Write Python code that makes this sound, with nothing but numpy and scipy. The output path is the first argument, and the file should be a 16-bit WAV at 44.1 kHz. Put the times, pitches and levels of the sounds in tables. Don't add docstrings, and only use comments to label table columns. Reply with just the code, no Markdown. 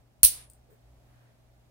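import sys
import numpy as np
from scipy import signal
from scipy.fft import rfft, irfft
from scipy.io import wavfile

SR = 44100
rng = np.random.default_rng(int(sys.argv[2]) if len(sys.argv) > 2 else 0)


def ratio(d):
    e = np.asarray(d, float) / 20
    return 10 ** e


def master_out(mix):
    frames = np.transpose(np.atleast_2d(mix))
    ceiling = np.clip(frames, -1, 1)
    pcm = np.round(ceiling * 32767).astype(np.int16)
    wavfile.write(sys.argv[1], SR, pcm)


N = 74970


def evened(x):
    return x / np.sqrt(np.mean(x ** 2) + 1e-20)


def read(points, hz):
    point_hz, value = np.transpose(points)
    return np.interp(np.log(hz + 1), np.log(point_hz + 1), value)


def add(mix, start_s, sound):
    part = mix[..., round(start_s * SR):][..., :sound.shape[-1]]
    part += sound[..., :part.shape[-1]]


def ring(modes, touch_s, shorten=1):
    t = np.arange(1500) / SR
    total = 0
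    for hz, level_db, t60_s in modes:
        total = total + ratio(level_db - 60 * t / t60_s / shorten) * np.sin(2 * np.pi * hz * t)
    return (1 - np.exp(-t / touch_s)) * total


def band(hz, width_hz, size):
    radius = np.exp(-np.pi * width_hz / SR)
    noise = rng.standard_normal(size + SR) + 1j * rng.standard_normal(size + SR)
    low = signal.lfilter([1], [1, -2 * radius, radius * radius], noise)[SR:]
    carrier = np.exp(2j * np.pi * hz * np.arange(size) / SR)
    return evened((low * carrier).real)


def shaped(x, field_db):
    hz, t, z = signal.stft(x, SR, nperseg=128)
    z = z * ratio(field_db(hz[:, None], t))
    return signal.istft(z, SR, nperseg=128)[1][..., :x.shape[-1]]


def taps(length_s):
    shape = (2, int(length_s * SR))
    return rng.standard_normal(shape) * (rng.random(shape) < .12)


SNAP_S, RIGHT_LAG_S, SNAP_DB = .2313, .0004, -2
TOUCH_S = 0.00016
SMEAR = 0.29
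TILES_LEFT_DB, TILES_RIGHT_DB, BUILD_S, HOLD_S = 7, 11, 0.0072, .021
# pitch_hz, left_db, right_db, t60_s
JAW_MODES = [(1270, -13, -39.5, .003), (3230, -15, -12.5, 0.0049), (4506, -13, -10.5, 0.008),
             (6720, -12, 0, 0.0074), (8800, 1, 12, 0.0049), (9740, -4.5, -4.5, .010),
             (10760, -8, -16, 0.0073), (12300, -1, -12.5, .010), (14420, -9.5, -9.5, 0.013),
             (14920, -15, -17.5, .005)]
# delay_s, level_db
LEFT_ECHOES = [(.0016, 8.5), (.0068, -9), (.0099, -6.5), (.0119, -14.5), (.0146, -13.5), (.0173, 5.5),
               (.0196, 3.5), (.0228, -9.5)]
# delay_s, level_db
RIGHT_ECHOES = [(.0024, -10.5), (.0063, -9.5), (.0072, -5), (.0083, -7), (.0128, -15), (.0149, -9),
                (.0177, -6), (.0338, -11)]
# freq_hz, t60_s
TILE_T60 = [(400, 0.19), (1500, 0.14), (3000, .17), (5500, 0.1806), (9500, 0.1733), (12500, 0.094),
            (15000, 0.089)]
# freq_hz, level_db
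TILE_COLOUR = [(400, -21.5), (1500, -14.5), (3000, 0), (4800, 3), (7200, -10), (9700, 0.5), (12300, 7),
               (15000, -1.5)]


def snap():
    out, jaws = np.zeros((2, N)), np.array(JAW_MODES)
    tail = shaped(taps(.5), lambda hz, t: -60 * np.maximum(t - HOLD_S, 0) / read(TILE_T60, hz))
    tail = tail * np.minimum(np.arange(tail.shape[1]) / SR / BUILD_S, 1)
    tail = ratio([[TILES_LEFT_DB], [TILES_RIGHT_DB]]) * tail / np.linalg.norm(tail[0])

    mean_modes = np.c_[jaws[:, 0], jaws[:, 1:3].mean(axis=1), jaws[:, 3]]
    room_ring = ring(mean_modes, TOUCH_S, SMEAR) / np.sqrt(SMEAR)
    lead = 128
    room_ring = np.r_[np.zeros(lead), room_ring]
    room_ring = shaped(room_ring, lambda hz, t: read(TILE_COLOUR, hz) + 0 * t)

    for ear, echoes in enumerate((LEFT_ECHOES, RIGHT_ECHOES)):
        start_s = SNAP_S + ear * RIGHT_LAG_S
        add(out[ear], start_s, ring(jaws[:, [0, 1 + ear, 3]], TOUCH_S))
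        for delay_s, level_db in echoes:
            scatter = rng.standard_normal(40) * ratio(-.25 * np.arange(40))
            add(tail[ear], delay_s, ratio(level_db) * scatter / np.linalg.norm(scatter))
        add(out[ear], start_s, signal.fftconvolve(tail[ear], room_ring)[lead:])
    return ratio(SNAP_DB) * out


WASH_DB, WASH_RISE_S, WASH_REF_S, CLOSE_S = -49, 0.012, .39, 0.44
# freq_hz, level_db
WASH_COLOUR = [(300, -14.5), (700, -13.5), (1300, -14.5), (4700, -9), (7600, -15), (9700, 0.5),
               (11300, -11), (15500, -21.5)]
# freq_hz, t60_s
WASH_T60 = [(500, 1.5), (2000, 0.89), (4500, 0.39), (9700, 0.387), (15000, 0.18)]
# freq_hz, fall_db_per_s
CLOSING = [(500, 300), (7500, 244), (9700, 56), (12000, 250)]


def far_walls():
    out = np.zeros((2, N))
    noise = rng.standard_normal((2, SR // 2))
    unit = np.std(shaped(noise, lambda hz, t: read(WASH_COLOUR, hz) + 0 * t))

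    def field_db(hz, t):
        decay_db = 60 * (t - (WASH_REF_S - SNAP_S)) / read(WASH_T60, hz)
        closing_db = read(CLOSING, hz) * np.maximum(t + SNAP_S - CLOSE_S, 0)
        return read(WASH_COLOUR, hz) - decay_db - closing_db

    rise = np.minimum(np.arange(SR // 2) / SR / WASH_RISE_S, 1)
    add(out, SNAP_S, shaped(noise, field_db) / unit * rise)
    return ratio(WASH_DB) * out


BASIN_DB, BASIN_T60_S, CHIP_TOUCH_S = 0.5, 0.16, 0.00021
# start_s, left_db, right_db
CHIP_HITS = [
    (0.4997, -36, -35),
    (0.5016, -43, -42),
    (.5038, -57, -54),
    (0.5345, -37.5, -55),
    (.5359, -72, -57),
]
# pitch_hz, level_db, t60_s
CHIP_MODES = [(4900, -15, .003), (7000, -29, .003), (8500, -1, 0.0033), (9100, -5.5, 0.0059),
              (12100, -13, 0.0044), (14600, -6, .004)]


def bounces():
    hits = np.zeros((2, N))
    for start_s, left_db, right_db in CHIP_HITS:
        add(hits, start_s, ratio([[left_db], [right_db]]) * ring(CHIP_MODES, CHIP_TOUCH_S))
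    tail = taps(.25) * ratio(-60 * np.arange(int(.25 * SR)) / SR / BASIN_T60_S)
    tail = tail / np.linalg.norm(tail[0])
    wet = signal.fftconvolve(hits.mean(axis=0)[None], tail, axes=1)[:, :N]
    return hits + ratio(BASIN_DB) * wet


JOLT_S, JOLT_HZ, JOLT_DB, JOLT_T60_S, JOLT_RISE_S = .2395, 56, -17, 0.061, 0.0025


def jolt():
    out, t = np.zeros((2, N)), np.arange(SR // 8) / SR
    push = ratio(JOLT_DB - 60 * t / JOLT_T60_S) * np.sin(2 * np.pi * JOLT_HZ * t)
    add(out[0], JOLT_S, push * (1 - np.exp(-t / JOLT_RISE_S)))
    add(out[0], JOLT_S - .007, -ratio(-34.5) * np.hanning(400))
    return out


def stroke(start_s, length_s, bands, shape):
    out, size = np.zeros((2, N)), int(length_s * SR)
    sound = np.array([sum(ratio(level_db) * band(hz, width_hz, size) for hz, width_hz, level_db in bands)
                      for ear in range(2)])
    add(out, start_s, sound * shape(np.arange(size) / size))
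    return out


# freq_hz, width_hz, level_db
RUB_BANDS = [(1550, 900, -73), (8500, 2400, -76.5), (14600, 1200, -72)]
# freq_hz, width_hz, level_db
KNOCK_BANDS = [(165, 50, -65.5), (430, 120, -60)]
# freq_hz, width_hz, level_db
SHIFT_BANDS = [(1550, 1050, -73), (3360, 3500, -82)]


def handling():
    rub = stroke(.7, .085, RUB_BANDS, lambda u: np.minimum(u / 0.045, 1) * (1 - u ** 2))
    knock = stroke(.68, .085, KNOCK_BANDS, lambda u: np.sin(np.pi * u))
    shift = stroke(1.0, .4, SHIFT_BANDS, lambda u: np.sin(np.pi * u))
    return rub + knock + shift


AIR_DB, AIR_FLOOR_HZ = -66, 140
# freq_hz, level_db
AIR_COLOUR = [(82, -33.5), (140, 0), (185, -12), (234, -7), (459, -15), (629, -8), (934, -18),
              (1280, -21.5), (15800, -35.5)]
# time_s, level_db
AIR_DRIFT = [(0, 0), (0.041, -3), (.22, -2), (.3, 1), (.6, -1), (.8, -0.5), (1.1, 1), (1.4, -1), (1.7, -1)]
# freq_hz, correlation
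AIR_LIKENESS = [(60, 0.907), (240, 0.68), (950, 0.15), (3770, -0.31), (15000, 0.42)]
# freq_hz, difference_db
AIR_BALANCE = [(60, -1.5), (240, 1), (950, -1.5), (3770, -2), (15000, 1)]


def air():
    hz = np.fft.rfftfreq(N, 1 / SR)
    left, other = rfft(rng.standard_normal((2, N)))
    same = np.clip(read(AIR_LIKENESS, hz), -1, 1)
    right = same * left + np.sqrt(1 - same ** 2) * other
    colour_db = read(AIR_COLOUR, hz) + np.outer([.5, -.5], read(AIR_BALANCE, hz))
    z = np.array([left, right]) * ratio(colour_db)
    tone = evened(irfft(z * (hz > AIR_FLOOR_HZ), N))
    return tone * ratio(AIR_DB + np.interp(np.arange(N) / SR, *np.transpose(AIR_DRIFT)))


HUM_HZ, HUM_DB, HUM_WIDTH_HZ = 120.3, -64, 6.3
RUMBLE_HZ, RUMBLE_WIDTH_HZ = 58.5, 42
SUB_HZ, SUB_DB, SUB_WIDTH_HZ = 32.87, -81.5, 14
# time_s, level_db
RUMBLE_SWELLS = [
    [(0.0, -56), (0.036, -88), (0.068, -65), (0.102, -85), (0.108, -82), (0.19, -64)],
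    [(0.29, -57), (0.304, -60), (0.716, -66), (0.732, -84), (0.846, -59), (1.0, -60)],
    [(1.0, -63.5), (1.128, -62.5), (1.238, -83), (1.488, -61), (1.662, -71), (1.7, -85)],
]


def fan():
    t = np.arange(N) / SR
    hum = np.sin(2 * np.pi * HUM_HZ * t) + 0.39 * band(HUM_HZ, HUM_WIDTH_HZ, N)
    hum = ratio(HUM_DB) * evened(hum)
    rumble = np.sin(2 * np.pi * RUMBLE_HZ * t) + 0.49 * band(RUMBLE_HZ, RUMBLE_WIDTH_HZ, N)
    rumble = ratio(np.interp(t, *np.vstack(RUMBLE_SWELLS).T)) * evened(rumble)
    apart = ratio(-71) * np.array([band(67, 50, N), band(75, 50, N)])
    sub = ratio(SUB_DB) * band(SUB_HZ, SUB_WIDTH_HZ, N)
    return (hum + rumble + sub) * ratio([[.5], [-.5]]) + apart


def scene():
    return snap() + far_walls() + bounces() + jolt() + handling() + air() + fan()


def band_limit(x):
    return signal.sosfilt(signal.butter(12, 16480, fs=SR, output="sos"), x)


def record(dry):
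    edge = signal.firwin(255, 15900, window=("kaiser", 8), fs=SR)[None]
    mix = signal.oaconvolve(np.clip(dry, -1, 1), edge, "same")
    return band_limit(mix)


dry = scene()
out = record(dry)
master_out(out)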